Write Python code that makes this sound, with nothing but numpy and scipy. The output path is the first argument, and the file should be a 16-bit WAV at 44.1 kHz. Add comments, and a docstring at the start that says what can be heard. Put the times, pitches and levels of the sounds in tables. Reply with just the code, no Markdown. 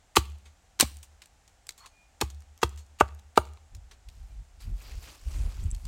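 """Outdoors in a clearing: a hatchet sharpens a wooden stake on a log, six chops and one light set of the blade.
Each chop is filtered crackle (torn fibres), dying modes (stake, log, rocking ground) and falling chips.
Steel rings, parts clink, faint whistles swell; noise-built echoes come back from the ground and trees.
Later, shaped noise rumbles on the microphone and rustles as a jacket, and clicks crackle as dry grass."""
import sys
import numpy as np
from scipy import signal
from scipy.fft import rfft, irfft
from scipy.io import wavfile
from scipy.ndimage import uniform_filter1d

SR = 44100
rng = np.random.default_rng(int(sys.argv[2]) if len(sys.argv) > 2 else 0)


def wav_record(signal):
    """Record a signal, one row per channel, as 16-bit PCM in the file named by sys.argv[1]."""
    frames = np.transpose(np.atleast_2d(signal))
    bounded = np.clip(frames, -1, 1)
    # unit amplitude maps onto the largest positive 16-bit level
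    quanta = np.round(bounded * 32767).astype(np.int16)
    wavfile.write(sys.argv[1], SR, quanta)


N = 259131

# edge grazes the bark, then bites: (bite time [s], bite level [dB], bite length [s], brightest at [Hz],
# graze lead [s], level of the peeling chip [dB])
CUTS = [(0.1643, -10, 0.0047, 3395, 0.0092, -23), (0.798, -16, .012, 3815, 0.0062, -19.5),
        (2.2113, -20, 0.0049, 2696, 0.0058, -35.5), (2.6287, -20, 0.0061, 3000, .012, -39),
        (2.9987, -28.5, 0.0078, 3000, .011, -42.5), (3.3709, -25, 0.0061, 3490, 0.013, -43.5)]
# blade comes to a stop: (time [s], stake level [dB], log level [dB], ground thud level [dB],
# contact hardness as lowpass corner [Hz], wood pitch factor [1])
BLOWS = [(0.1673, -15, -34, -40, 2965, 1.24), (0.17, -2, -34, -15.5, 4050, 0.96),
         (0.8023, -20.5, -44, -52.5, 5860, 0.82), (0.8271, -7.5, -19.5, -23.5, 298, 0.63),
         (2.213, -21.5, -39, -41, 2005, 0.64), (2.2206, -12.5, -31.5, -20, 1580, 0.94),
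         (2.631, -5.5, -21, -19, 6060, 1.01), (3.0096, -20, -1, -19.5, 2800, 0.99),
         (3.3761, -10, 0, -22, 1302, 1.026)]
# stake modes before any pitch factor: (frequency [Hz], level [dB], t60 [s])
STAKE_MODES = [(246, -20.5, 0.052), (339, -14.5, 0.059), (460, -6.5, 0.021), (693.3, -21.5, 0.0093),
               (920, -5.5, 0.019), (1090, -15, 0.02), (1223, -8, .024), (1810, -25, .02),
               (2640, -16, 0.025), (3270, -21, 0.051)]
# worker's movement over the grass: (time [s], relative rustle level [dB])
RUSTLE = [(4.13, -67), (4.59, -80.5), (4.606, -52.5), (4.728, -68.5), (4.816, -55.5), (5.012, -57),
          (5.028, -51.5), (5.132, -52.5), (5.224, -63), (5.324, -52.5), (5.636, -59), (5.69, -62.5)]


def amp(db):
    """Decibels to gain."""
    return 10 ** (np.asarray(db) / 20)


def evened(x):
    """Scales to rms 1."""
    return x / np.sqrt(np.mean(abs(x) ** 2) + 1e-20)


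def read(points, hz):
    """Reads a spectrum on a log-frequency axis."""
    f, value = np.transpose(points)
    return np.interp(np.log(hz + 1), np.log(f + 1), value)


def seconds(length_s):
    """A time axis."""
    return np.arange(int(length_s * SR)) / SR


def add(mix, at_s, sound):
    """Mixes a sound in at a given time."""
    part = mix[max(round(at_s * SR), 0):][:len(sound)]
    part += sound[:len(part)]


def follow(curve):
    """Gain along a level curve that fades in from silence over 50 ms."""
    s, db = np.transpose(curve)
    t = np.arange(N) / SR
    fade_in = np.clip((t - s[0]) * 20 + 1, 0, 1)
    return amp(np.interp(t, s, db)) * fade_in


def noise(spectrum):
    """Steady noise of a given colour, rms 1."""
    hz = np.fft.rfftfreq(N, 1 / SR)
    white = rfft(rng.standard_normal(N))
    return evened(irfft(white * amp(read(spectrum, hz)), N))


def ring(modes, t, pitch=1):
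    """Dying modes of a struck body; neighbouring modes start in opposite directions."""
    out = np.zeros(len(t))
    for k, (hz, db, t60_s) in enumerate(modes):
        decay = amp(db - 60 * t / t60_s)
        out += (-1) ** k * decay * np.sin(2 * np.pi * hz * pitch * t)
    return out


def radiate(x, corner_hz):
    """A small body moves little air below its corner."""
    return signal.lfilter(*signal.butter(2, corner_hz, "high", fs=SR), x)


def crackle(t, spread_db):
    """Dense tiny fractures of very unequal size, rms 1."""
    sign, size = rng.standard_normal((2, len(t)))
    return evened(np.sign(sign) * amp(spread_db * np.clip(size, -2, 2)))


def fibre_click(centre_hz, focus_db, uneven_db=2.0, size=512):
    """One breaking fibre: a causal click of energy 1, brightest around its centre, with chance resonances."""
    # fibre spectrum before focusing: (frequency [Hz], relative level [dB per Hz])
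    fibre_spectrum = [(100, -22), (300, -7.5), (650, -6.5), (1100, 9.5), (1500, 1.5), (2700, -0.5),
                      (4500, -2), (5300, -4.5), (7000, 0.5), (8700, -2), (9800, -6.5), (13000, -7),
                      (16000, -9.5)]
    hz = np.fft.rfftfreq(size, 1 / SR)
    octaves = np.log2((hz + 100) / centre_hz)
    resonances = uneven_db * evened(uniform_filter1d(rng.standard_normal(len(hz)), size=5))
    level_db = read(fibre_spectrum, hz) - focus_db * np.hypot(octaves, 1) + resonances
    # folding the cepstrum gives minimum phase
    cepstrum = irfft(np.log(amp(level_db)))
    cepstrum[1:size // 2] *= 2
    cepstrum[size // 2 + 1:] = 0
    click = irfft(np.exp(rfft(cepstrum)))
    return click / np.linalg.norm(click)


def snap(hz, dying_s, splinter=.4, focus_db=7, body_db=-27):
    """One sharp break and a dying spray of smaller ones, with a little of the wood's ring."""
    t = seconds(.11)
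    spray = splinter * crackle(t, spread_db=8.5) * np.exp(-t / dying_s)
    spray[0] = 1
    thickness = (4000 / hz) ** 2  # thicker pieces sound darker and ring more
    piece = amp(body_db) * thickness * ring(STAKE_MODES, t)
    add(piece, 0, fibre_click(hz, focus_db))
    return signal.fftconvolve(spray, piece)


def air(level_db=-62.5):
    """Steady outdoor background: noise of fixed colour."""
    # (frequency [Hz], relative level [dB per Hz])
    air_spectrum = [(15, -38), (25, -1.5), (70, 2.5), (89, -4.5), (141, -15.5), (242, -18), (416, -21.5),
                    (796, -13), (1020, -21.5), (1520, -21), (4490, -27.5), (7400, -24), (10700, -36.5),
                    (15000, -43.5)]
    return amp(level_db) * noise(air_spectrum)


def cuts(release_s=0.0016, focus_db=7, entry=.13, graze_db=-23.5, peel_hz=4770, peel_s=0.012):
    """Each chop grazes the bark, tears fibres ever harder as the edge sinks in, and peels off a chip."""
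    out = np.zeros(N)
    for s, bite_db, length_s, bite_hz, graze_s, peel_db in CUTS:
        t = seconds(.09) - graze_s
        after = np.maximum(t - length_s, 0)
        sinking = np.minimum(entry + t / length_s, 1)
        bite = np.where(t < 0, amp(graze_db), sinking) * np.exp(-after / release_s)
        peel = (t > length_s) * np.exp(-after / peel_s)
        for stroke, centre_hz in (amp(bite_db) * bite, bite_hz), (amp(peel_db) * peel, peel_hz):
            fractures = stroke * crackle(t, spread_db=6.5)
            add(out, s - graze_s, np.convolve(fractures, fibre_click(centre_hz, focus_db)))
    return out


def debris(tearing, level_db=-23, bits_per_s=700, spread_db=3, centre_hz=4200, linger_s=.018):
    """Crumbs of bark and wood fly from each cut and patter down, louder the harder it tore."""
    keep = np.exp(-1 / (linger_s * SR))
    flying = np.sqrt(signal.lfilter([1 - keep], [1, -keep], tearing ** 2))
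    bits = evened((rng.random(N) < bits_per_s / SR) * crackle(tearing, spread_db))
    return amp(level_db) * signal.oaconvolve(flying * bits, fibre_click(centre_hz, focus_db=2.5))[:N]


def trees(t, t60_s=0.5, treble_loss=0.083, build_s=.014, uneven_db=4, taps_per_s=2000):
    """Sparse, unequal echoes from trunks and leaves; the treble dies first."""
    # echo colour: (frequency [Hz], level [dB])
    echo_levels = [(100, -25.5), (400, -29.5), (1200, -28), (3000, -21.5), (7000, -25), (14000, -23.5)]
    taps = crackle(t, uneven_db) * (rng.random(len(t)) < taps_per_s / SR)
    hz, at, z = signal.stft(taps * np.minimum(t / build_s, 1), SR, nperseg=256)
    fade = amp(-60 * at / t60_s * (1 + treble_loss * hz[:, None] / 10000))
    fade /= np.sqrt(np.mean(fade ** 2, axis=1, keepdims=True))
    fade *= amp(read(echo_levels, hz))[:, None]
    return signal.istft(z * fade, SR, nperseg=256)[1][:len(t)] / np.linalg.norm(taps)


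def clearing(x, near_db=-21, near_t60_s=0.11, count=4, cycle_s=1.5):
    """Quick scatter from the ground, then the trees; the sound cycles smoothly through a few sets of paths."""
    t, out = seconds(0.89), np.zeros(N)
    phase = np.arange(N) / SR / cycle_s - np.arange(count)[:, None] / count
    share = np.cos(np.pi * phase) ** 8
    for part in share / np.linalg.norm(share, axis=0):
        near = rng.standard_normal(len(t)) * amp(-60 * t / near_t60_s) * (t > .004)
        near *= amp(near_db) / np.linalg.norm(near)
        out += signal.fftconvolve(x * part, near + trees(t))[:N]
    return out


def splits(hz=6500, dying_s=.0005):
    """Sharp cracks as splinters split off during a chop."""
    # (time [s], level [dB])
    cracks = [(0.1605, -4.5), (0.182, -15), (0.7998, 3.5), (0.8093, 7), (0.828, -12.5), (2.213, -6.5)]
    out = np.zeros(N)
    for s, db in cracks:
        add(out, s, amp(db) * snap(hz, dying_s))
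    return out


def blows(chatter=0.0065, chatter_s=0.0013, sink_s=0.0088, sink_delay_s=0.0076,
          wood_hz=230, ground_hz=48, seating=0.01):
    """Stake and log knock briefly; the log then rocks on soft ground, seated a little differently each time."""
    # modes, log before the pitch factor, ground before seating: (frequency [Hz], level [dB], t60 [s])
    log_modes = [(244, -19.5, 0.0033), (327, -17.5, 0.0076), (440, -7, 0.017), (603, -13.5, 0.049),
                 (877, -1, 0.015), (985, -14, 0.03), (1176, -4.5, 0.027), (1350, -11, 0.03),
                 (1480, -10, 0.024), (2280, -20.5, 0.02), (2690, -18, 0.022)]
    ground_modes = [(89, 6.5, 0.059), (71.2, -10, 0.64), (78.5, -17.5, .85), (195, -37.5, 0.7)]
    out, t, rock_t = np.zeros(N), seconds(.12), seconds(0.69)
    for s, stake_db, log_db, thud_db, hard_hz, pitch in BLOWS:
        wood = amp(stake_db) * ring(STAKE_MODES, t, pitch) + amp(log_db) * ring(log_modes, t, pitch)
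        # the blade judders as it stops
        force = chatter * rng.standard_normal(len(t)) * np.exp(-t / chatter_s)
        force[0] = 1
        contact = signal.butter(1, min(hard_hz, SR / 3), fs=SR)  # a soft contact weakens the high modes
        knock = signal.lfilter(*contact, signal.fftconvolve(force, wood))
        add(out, s, radiate(knock, wood_hz * pitch))
        rocking = sum(ring([mode], rock_t, 1 + seating * rng.standard_normal()) for mode in ground_modes)
        rocking *= 1 - np.exp(-(rock_t / sink_s) ** 2)
        add(out, s + sink_delay_s, amp(thud_db) * radiate(rocking, ground_hz))
    return out


def bark(crush_db=-21, crush_hz=2000, crush_s=.003, focus_db=7):
    """The blow crushes the log's bark, as hard as it knocks the log."""
    out, t = np.zeros(N), seconds(.04)
    for s, _, log_db, *_ in BLOWS:
        crumbs = crackle(t, spread_db=6.0) * np.exp(-t / crush_s)
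        crush = np.convolve(crumbs, fibre_click(crush_hz, focus_db))
        add(out, s, amp(log_db + crush_db) * crush)
    return out


def metal(focus_db_per_octave=22):
    """The steel head rings, briefly when buried in wood; small parts clink as the hatchet is lifted."""
    # (time [s], level [dB], ringing time factor [1], strongest near [Hz])
    head_rings = [(0.1705, -34, 0.16, 4300), (0.454, -58, .6, 6600), (1.801, -59, 1, 4300),
                  (1.861, -56, 0.78, 7200), (2.2135, -42, 0.18, 4300), (2.632, -44, 0.18, 4300),
                  (2.79, -55, .6, 6600), (3.375, -33, .6, 11300)]
    # (time [s], level [dB])
    part_clinks = [(5.639, -49), (5.705, -47), (5.7131, -35)]
    # modes, steel before the ringing time factor: (frequency [Hz], level [dB], t60 [s])
    steel_modes = [(3295, -14, .15), (4280, -1.5, .25), (4344, 3.5, 0.38), (6500, -5.5, 0.31),
                   (8400, -0.5, 0.098), (9100, -1.5, 0.19), (13830, -3.5, .12)]
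    clink_modes = [(6130, -8, 0.018), (7400, 2.5, 0.01), (7950, 2.5, 0.018), (8600, -8, 0.023),
                   (9870, -4, 0.013)]
    out, t = np.zeros(N), seconds(0.57)
    for s, db, freedom, near_hz in head_rings:
        modes = []
        for hz, mode_db, t60_s in steel_modes:
            off_octaves = abs(np.log2(hz / near_hz))
            modes.append((hz, mode_db - focus_db_per_octave * off_octaves, t60_s * freedom))
        add(out, s, amp(db) * ring(modes, t))
    for s, db in part_clinks:
        add(out, s, amp(db) * ring(clink_modes, t))
    return out


def chips(count=4, uneven_db=2.0, size_octaves=0.52, focus_db=13, flight_min_s=.06, flight_spread_s=.18,
          level_db=-40, fade_db_per_s=46.5, centre_hz=5500, dying_s=0.0018):
    """Small chips of chance size tick down after each chop, the later ones more softly."""
    out = np.zeros(N)
    for s, *_ in CUTS:
        flights_s = flight_min_s + flight_spread_s * (np.arange(count) + rng.random(count)) / count
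        for flight_s, (force, size) in zip(flights_s, rng.standard_normal((count, 2))):
            db = level_db - fade_db_per_s * (flight_s - flight_min_s) + uneven_db * force
            hz = centre_hz * 2 ** (size_octaves * size)
            add(out, s + flight_s, amp(db) * snap(hz, dying_s, focus_db=focus_db))
    return out


def snaps(count=3, uneven=.15, focus_db=11, bounce_s=.015, bounce_shrink=0.94, bounce_loss_db=11.5):
    """Large chips land or twigs break, then bounce at shrinking, uneven intervals, ever more softly."""
    # (time [s], level [dB], brightest at [Hz], spray decay constant [s])
    pieces = [(0.457, -46, 3000, 0.019), (0.97, -33.5, 8000, .001), (1.029, -36, 7000, .008),
              (1.219, -38.5, 4000, 0.0088), (1.258, -39.5, 6850, 0.0019), (1.478, -44.5, 5010, .0045),
              (1.6688, -34.5, 7030, 0.0018), (1.691, -21, 5270, 0.0029), (1.7782, -43.5, 6000, .018),
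              (1.86, -36, 4500, .006), (2.3014, -38, 6000, 0.0044), (2.5774, -40, 7050, .0011),
              (2.7748, -43.5, 5000, 0.022), (3.0875, -39, 2800, .0015), (3.453, -38, 5030, .0015),
              (3.749, -40, 5500, .005), (3.912, -41.5, 3500, 0.013), (4.0873, -37, 5000, 0.0034),
              (5.748, -34, 6160, 0.0028), (5.8525, -31.5, 5500, 0.0031)]
    out = np.zeros(N)
    for s, db, hz, dying_s in pieces:
        for k, luck in enumerate(rng.standard_normal(count)):
            add(out, s, amp(db - k * bounce_loss_db) * snap(hz, dying_s, focus_db=focus_db))
            s += bounce_s * bounce_shrink ** k * np.exp(uneven * luck)
    return out


def scrape(at_s=1.7765, length_s=0.098, level_db=-53.5, centre_hz=1250, focus_db=7, entry=0.097):
    """The blade, set lightly on the stake, slides along it under growing pressure."""
    out, t = np.zeros(N), seconds(length_s)
    pressure = np.minimum(entry + t / length_s, 1)
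    slide = np.convolve(pressure * crackle(t, spread_db=4.5), fibre_click(centre_hz, focus_db))
    add(out, at_s, amp(level_db) * slide)
    return out


def whistles():
    """Thin, faint distant tones: sines that swell and fade."""
    # (time [s], rms level [dB], length [s], pitch [Hz])
    tones = [(1.877, -70, 0.25, 2434), (4.287, -77, 0.053, 2390)]
    out = np.zeros(N)
    for s, db, length_s, hz in tones:
        t = seconds(length_s)
        tone = np.hanning(len(t)) * np.sin(2 * np.pi * hz * t)
        add(out, s, amp(db) * evened(tone))
    return out


def wind():
    """Slow eddies push on the microphone, each as strong as the gust that carries it."""
    # buffeting colour: (frequency [Hz], relative level [dB per Hz])
    buffet_spectrum = [(8.8, -28), (15, -35), (37, 1), (61, -3), (79, -8), (123, -21.5), (300, -42.5),
                       (390, -46), (660, -120)]
    # (time [s], rms level [dB])
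    gusts = [(3.68, -79), (3.73, -41), (4.02, -63), (4.09, -42), (4.13, -54.5), (4.24, -38), (4.27, -50),
             (4.41, -37.5), (4.46, -61), (4.62, -49), (4.66, -36), (4.74, -28.5), (4.82, -51),
             (4.98, -35.5), (5.01, -45.5), (5.18, -65), (5.28, -28.5), (5.32, -42.5), (5.36, -28),
             (5.48, -27.5), (5.52, -43.5), (5.68, -25), (5.71, -41), (5.73, -27), (5.81, -45), (5.88, -31)]
    eddies = signal.hilbert(noise(buffet_spectrum))
    # dividing by the running strength levels the noise's own swells
    strength = np.sqrt(uniform_filter1d(abs(eddies) ** 2, size=2400) + 0.046)
    return follow(gusts) * evened(eddies.real / strength)


def jacket(level_db=-0.5, patch_db=2.5, drift_db=2.5):
    """Sliding cloth: folds catch and slip in small patches, and the colour drifts as the sleeve moves."""
    # (frequency [Hz], relative level [dB per Hz])
    cloth_spectrum = [(120, -12), (200, -7.5), (305, -5.5), (671, -6.5), (1450, -7.5), (1770, -11.5),
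                      (2560, -6.5), (3690, -11.5), (4680, -9), (7970, -14), (14900, -22.5), (16000, -32)]
    z = signal.stft(noise(cloth_spectrum), nperseg=256)[2]
    quick, slow = rng.standard_normal((2, *z.shape))
    # axis 0 is frequency, axis 1 time
    quick = evened(uniform_filter1d(uniform_filter1d(quick, size=6, axis=0), size=3, axis=1))
    slow = evened(uniform_filter1d(uniform_filter1d(slow, size=24, axis=0), size=30, axis=1))
    hiss = signal.istft(z * amp(patch_db * quick + drift_db * slow), nperseg=256)[1][:N]
    return amp(level_db) * follow(RUSTLE) * evened(hiss)


def grass(level_db=-6, stalks_per_s=300, spread_db=2.5, centre_hz=5200, count=8):
    """Dry stalks of many thicknesses crackle as the worker shifts his weight over them."""
    out = np.zeros(N)
    for hz in centre_hz * np.geomspace(.5, 2, count):
        stalks = (rng.random(N) < stalks_per_s / count / SR) * crackle(out, spread_db)
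        out += signal.oaconvolve(stalks, fibre_click(hz, focus_db=5.5))[:N]
    return amp(level_db) * follow(RUSTLE) * evened(out)


def scene():
    """Everything reaches one microphone, so both channels are alike."""
    tearing = cuts() + bark()
    work = tearing + debris(tearing) + splits() + blows() + metal() + chips() + snaps() + scrape()
    mono = air() + work + clearing(work) + whistles() + wind() + jacket() + grass()
    return np.array([mono, mono])


def record(dry, edge_hz=16200):
    """Full-scale ceiling, then the band limit."""
    lowpass = signal.firwin(301, edge_hz, window=("kaiser", 9), fs=SR)
    return signal.oaconvolve(np.clip(dry, -1, 1), lowpass[None], "same")


dry = scene()
out = record(dry)
wav_record(out)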